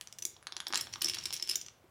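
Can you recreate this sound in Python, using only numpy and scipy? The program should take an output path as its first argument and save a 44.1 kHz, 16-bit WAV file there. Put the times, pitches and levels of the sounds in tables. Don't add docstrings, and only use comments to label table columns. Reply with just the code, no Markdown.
import sys
import numpy as np
from scipy import signal
from scipy.fft import rfft, irfft
from scipy.io import wavfile

SR = 44100
rng = np.random.default_rng(int(sys.argv[2]) if len(sys.argv) > 2 else 0)


def unload_audio(sound):
    columns = np.transpose(np.atleast_2d(sound))
    steps = np.round(np.clip(columns, -1, 1) * 32767)
    wavfile.write(sys.argv[1], SR, steps.astype(np.int16))


N = 83790

# t/s, relative level/dB, ring f/Hz, ring over crack/dB, tilt/(dB/octave), chatter/ms
DOMINO_STRIKES = [ (0.0113, -35, 5600, -8.5, -1.5, 1), (.073, -40, 5880, -3.5, -3, -1),
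                  (0.1255, -40, 5750, -0.5, 1, 1.5), (0.1857, -36, 6030, -4.5, 1, 5),
                  (.223, -29.5, 5940, 2, 2.5, 3.5), (0.2522, -27.5, 6750, 13.5, 13.5, -1.5),
                  (0.2522, -25.5, 5800, -1, 5.5, 1), (0.6812, -36.5, 5500, 2, 19, 3),
                  (0.7503, -28, 5400, 12, -9, 1.5), (0.7565, -22, 6680, -2.5, -4, 1),
                  (0.774, -25, 7590, -0.5, -4.5, 3), (0.81, -26, 5400, 1, 7, 1.5),
                  (0.9266, -38.5, 5720, -3, -2, 9.5), (0.937, -30.5, 5530, -3, -4.5, 2),
                  (1.0092, -39.5, 5400, 11, 0, -3), (1.0173, -24.5, 5340, 5, -5.5, 3),
                  (1.02, -23, 5400, -9.5, 6, 2.5), (1.0449, -20, 5470, 5, 4, 0.5),
                  (1.057, -21.5, 5400, 18, -12.5, 3.5), (1.0844, -25.5, 5660, -3, 0, 4),
                  (1.0973, -24, 5370, 2.5, -0.5, 0.5), (1.136, -33, 5260, -7, -2.5, -2),
                  (1.1439, -28.5, 5630, -27, -1, 6.5), (1.185, -30, 5540, 6.5, -5, 2.5),
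                  (1.2383, -35, 5500, 8, 2, -4), (1.2554, -24.5, 5520, -1.5, 0.5, 4),
                  (1.306, -33, 5290, 3, -6.5, 0.5), (1.327, -31.5, 5400, -7, 2.5, -1.5),
                  (1.3323, -26, 5750, -1, 6, 10), (1.365, -33.5, 5600, 7, -4, 0.5),
                  (1.398, -34.5, 5400, 3, -6, 1), (1.4249, -23.5, 5400, 7, 3, 1),
                  (1.4748, -36, 5400, -4, 1, 1), (1.491, -27, 5096, 8.5, 3, 4),
                  (1.496, -23, 5160, 3.5, 5, -5), (1.511, -23.5, 5200, 6.5, 4, 4),
                  (1.5558, -24.5, 6820, 3, -4, 2), (1.5567, -23, 5980, 11.5, 12.5, -1),
                  (1.6136, -34, 5690, 8, 2.5, 1.5), (1.663, -40, 5900, 5.5, -4.5, 1.5),
                  (1.6839, -41.5, 5750, -1.5, -8, 2)]
# t/s, relative level/dB, ring f/Hz, tilt/(dB/octave), hollow knock over crack/dB
BLOCK_KNOCKS = [ (0.3653, -47, 5500, -14, -25), (0.4269, -48, 6900, 15, 10),
                (0.4696, -30.5, 6420, -3, -2.5), (0.5228, -32.5, 5290, -7.5, -8),
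                (0.5664, -28.5, 5750, -4, -7.5), (0.6028, -29, 6670, -0.5, -4.5),
                (0.6685, -26.5, 4900, -5, -7.5), (0.705, -40.5, 5500, -21, 2.5),
                (0.712, -50.5, 5500, -17.5, 0), (0.7259, -29, 5400, -2, -3.5),
                (0.7356, -24, 5400, -11, 5.5), (0.7444, -24.5, 5500, -0.5, -10),
                (0.87, -38.5, 5500, -13, -1), (.958, -34, 5500, -13.5, -3.5), (1.17, -36, 5400, -13, 0)]
# f/Hz, level/dB
PLASTIC_SPECTRUM = [(150, -37.5), (600, -19.5), (1500, -6), (3000, 7), (5500, 6), (8000, -3), (10500, -1),
                    (12000, -21.5), (13700, -5.5), (16500, -31.5)]
# f/Hz, level/dB
WOOD_SPECTRUM = [(150, -15), (500, -9.5), (1100, 2.5), (2100, -9.5), (3400, 27.5), (5000, 22.5), (7500, 12),
                 (10500, -31), (12000, -36), (16500, -43)]
# start t/s, end t/s, level/dB, tilt/(dB/octave)
HEAP_SPELLS = [(0.758, 0.803, -40, -5), (1.028, 1.118, -43, -3), (1.127, 1.29, -50.5, -3),
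               (1.332, 1.378, -43.5, 0), (1.383, 1.481, -55.5, -3.5), (1.481, 1.547, -43.5, -1)]

HIT_SAMPLES, CONTACT_S, WOOD_T60_S = 2048, .0003, .0042


def amp(db):
    return 10 ** (np.asarray(db) / 20)


def unit(x):
    return x / np.sqrt(np.sum(x ** 2) + 1e-18)


def level(x, db, window_s=.002):
    return unit(x) * amp(db) * np.sqrt(window_s * SR)


def fade(t60, size):
    return amp(-60 * np.arange(size) / SR / t60)


def burst(t60, size):
    return rng.standard_normal(size) * fade(t60, size)


def on_log(hz, points):
    points = np.array(points)
    return np.interp(np.log(hz + 1), np.log(points[:, 0]), points[:, 1])


def colour(x, points, tilt_db=0):
    size = 2 * len(x)
    hz = np.fft.rfftfreq(size, 1 / SR)
    gain_db = on_log(hz, points) + tilt_db * np.log2(np.maximum(hz, 1000) / 1000)
    cepstrum = irfft(np.log(amp(gain_db)))
    cepstrum[1:size // 2] *= 2
    cepstrum[size // 2 + 1:] = 0
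    return irfft(rfft(x, size) * np.exp(rfft(cepstrum)))[:len(x)]


def add(out, s, x):
    i = int(np.clip(s * SR, 0, N - 1))
    out[i:i + len(x)] += x[:N - i]


def scattered_times(start, end, per_s):
    count = max(int((end - start) * per_s), 1)
    return start + (end - start) * (np.arange(count) + rng.random(count)) / count


def room_tone(rms_db=-66):
    hush_spectrum = [(30, -23), (60, -2), (123, 1), (360, -16.5), (499, -6), (1330, -12), (5010, -25.5),
                     (14000, -28.5)]
    return unit(colour(rng.standard_normal(N), hush_spectrum)) * np.sqrt(N) * amp(rms_db)


def crack(spectrum, t60, tilt_db, stiffness=1, snap=4):
    vibration = burst(t60, HIT_SAMPLES)
    peak = int(CONTACT_S * SR)
    vibration[:peak] *= (np.arange(peak) / peak) ** 2
    vibration[peak] += snap
    return unit(colour(vibration, [(hz * stiffness, db) for hz, db in spectrum], tilt_db))


def mode(hz, t60):
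    t = np.arange(HIT_SAMPLES) / SR
    onset = np.minimum(t / CONTACT_S, 1) ** 2
    motion = np.sin(2 * np.pi * min(hz, SR / 2) * t) * fade(t60, HIT_SAMPLES) * onset
    return unit(np.gradient(motion))


def ring(modes, pitch_hz, tilt_db, scatter=.012):
    first_hz = modes[0][0]
    tuning = pitch_hz / first_hz * (1 + scatter * rng.standard_normal(len(modes)))
    return unit(sum(amp(db + tilt_db * np.log2(hz / first_hz)) * mode(hz * ratio, t60)
                    for (hz, db, t60), ratio in zip(modes, tuning)))


def domino(pitch_hz, ring_db, tilt_db, chatter_ms):
    plastic_modes = [(5400, 21, 0.02), (5750, 13, 0.018), (6370, -7, 0.053), (7750, -0.5, 0.044),
                     (10310, -20, 0.029), (12300, -5.5, 0.017)]
    stiffness = pitch_hz / plastic_modes[0][0]
    out = np.zeros(2 * HIT_SAMPLES)
    bounces = max(int(np.ceil(chatter_ms)), 0)
    for k in range(bounces + 1):
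        progress = max(k - .5 * rng.random(), 0) / max(bounces, 1)
        touch = crack(PLASTIC_SPECTRUM, t60=.0047, tilt_db=tilt_db, stiffness=stiffness)
        touch += amp(ring_db) * ring(plastic_modes, pitch_hz, tilt_db)
        add(out, progress * chatter_ms / 1000, touch * (.88 if k else 1))
    return out


def dominoes(row_end_s=.3, trim_db=-1):
    # f/Hz, gain/dB
    row_colour = [(1400, 4), (3000, 1), (4400, -4), (5400, 1.5)]
    out = np.zeros(N)
    for s, db, pitch_hz, ring_db, tilt_db, chatter_ms in DOMINO_STRIKES:
        clack = domino(pitch_hz, ring_db, tilt_db, chatter_ms)
        if s < row_end_s:
            clack = colour(clack, row_colour)
        add(out, s, level(clack, db + trim_db))
    return out


def carpet_thuds(domino_share_db=-28, block_share_db=-28.5):
    landings = [(0.702, -44), (0.7362, -45.5), (1.046, -45.5), (1.84, -55)]
    pushes = [(s, db + domino_share_db) for s, db, *_ in DOMINO_STRIKES]
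    pushes += [(s, db + block_share_db) for s, db, *_ in BLOCK_KNOCKS]
    out = np.zeros(N)
    for s, db in landings + pushes:
        thud = colour(burst(t60=.05, size=8192), [(50, -28), (370, 0), (550, -12), (2500, -36)])
        add(out, s, level(thud, db))
    return out


def block(pitch_hz, tilt_db, knock_db, knock_hz=1158, edge_hz=10040):
    wood_modes = [(5500, 0, .014), (7200, -9, .01)]
    contact = crack(WOOD_SPECTRUM, WOOD_T60_S, tilt_db, snap=1.95)
    knock = mode(knock_hz * np.exp(.1 * rng.standard_normal()), t60=.003)
    body = ring(wood_modes, pitch_hz, tilt_db)
    edge_pitches = edge_hz * (1 + .035 * rng.standard_normal(2))
    edge = unit(sum(mode(hz, t60=.009) for hz in edge_pitches))
    return contact + amp(knock_db) * knock + amp(-5.5) * body + amp(tilt_db - 8.5) * edge


def blocks(trim_db=-2.5, rebound_s=.0047, rebound_db=-12.5):
    out = np.zeros(N)
    for s, db, pitch_hz, tilt_db, knock_db in BLOCK_KNOCKS:
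        add(out, s, level(block(pitch_hz, tilt_db, knock_db), db + trim_db))
        rebound = crack(WOOD_SPECTRUM, WOOD_T60_S, tilt_db)
        delay_s = rebound_s * (1 + .3 * rng.standard_normal())
        add(out, s + delay_s, level(rebound, db + trim_db + rebound_db))
    return out


def heap_rattle(centre_hz=5450, spread_db=2.5):
    out = np.zeros(N)
    for start, end, db, tilt_db in HEAP_SPELLS:
        for s in scattered_times(start, end, per_s=170):
            pitch_hz = centre_hz * (1 + .054 * rng.standard_normal())
            tick = domino(pitch_hz, ring_db=-3, tilt_db=tilt_db, chatter_ms=0)
            add(out, s, level(tick, db + spread_db * rng.standard_normal()))
    return out


def heap_slide(slips_per_s=900, trim_db=-6):
    out = np.zeros(N)
    for start, end, db, tilt_db in HEAP_SPELLS:
        size = max(int((end - start) * SR), HIT_SAMPLES)
        slips = rng.standard_normal(size) * (rng.random(size) < slips_per_s / SR)
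        scrape = unit(colour(slips, PLASTIC_SPECTRUM, tilt_db)) * np.sqrt(size)
        add(out, start, scrape * amp(db + trim_db))
    return out


def heap_slump(start_s=.78, end_s=1.33, bump_db=-52):
    floor_spectrum = [(35, -34), (70, -6), (110, 5), (170, -5), (800, -26.5)]
    out = np.zeros(N)
    for s in scattered_times(start_s, end_s, per_s=60):
        bump = colour(burst(t60=.2, size=16384), floor_spectrum)
        add(out, s, level(bump, bump_db))
    return out


def room_reflections(x, tail_db=-7.5, echo_db=-18.5, build_s=.00081, size=24000):
    bands = [(330, 3.5, 0.73), (1280, 6, 0.33), (2920, -1.5, 0.5), (5500, -2, 0.33), (9100, 2.5, 0.23),
             (15800, 2, 0.19)]
    hz = np.fft.rfftfreq(size, 1 / SR)
    noise_spectrum = rfft(rng.standard_normal(size))
    tail = np.zeros(size)
    for k, (_, db, t60) in enumerate(bands):
        band = on_log(hz, [(row[0], j == k) for j, row in enumerate(bands)])
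        tail += amp(db) * irfft(noise_spectrum * band) * fade(t60, size)
    onset = np.minimum(np.arange(size) / SR / build_s, 1) ** 2
    response = amp(tail_db) * unit(tail * onset)
    for echo_s in (.011, .0115):
        add(response, echo_s, amp(echo_db) * unit(burst(t60=.0041, size=HIT_SAMPLES)))
    return signal.fftconvolve(x, response)[:N]


def scene():
    hush = room_tone()
    wood = blocks()
    falls = dominoes() + carpet_thuds() + heap_rattle() + heap_slide()
    reflections = room_reflections(amp(-1) * wood + falls)
    return (hush + falls + wood + heap_slump() + reflections)[None]


def record(dry, top_hz=16000):
    return signal.sosfilt(signal.ellip(8, .2, 70, top_hz, fs=SR, output="sos"), dry)


dry = scene()
out = record(dry)
unload_audio(out)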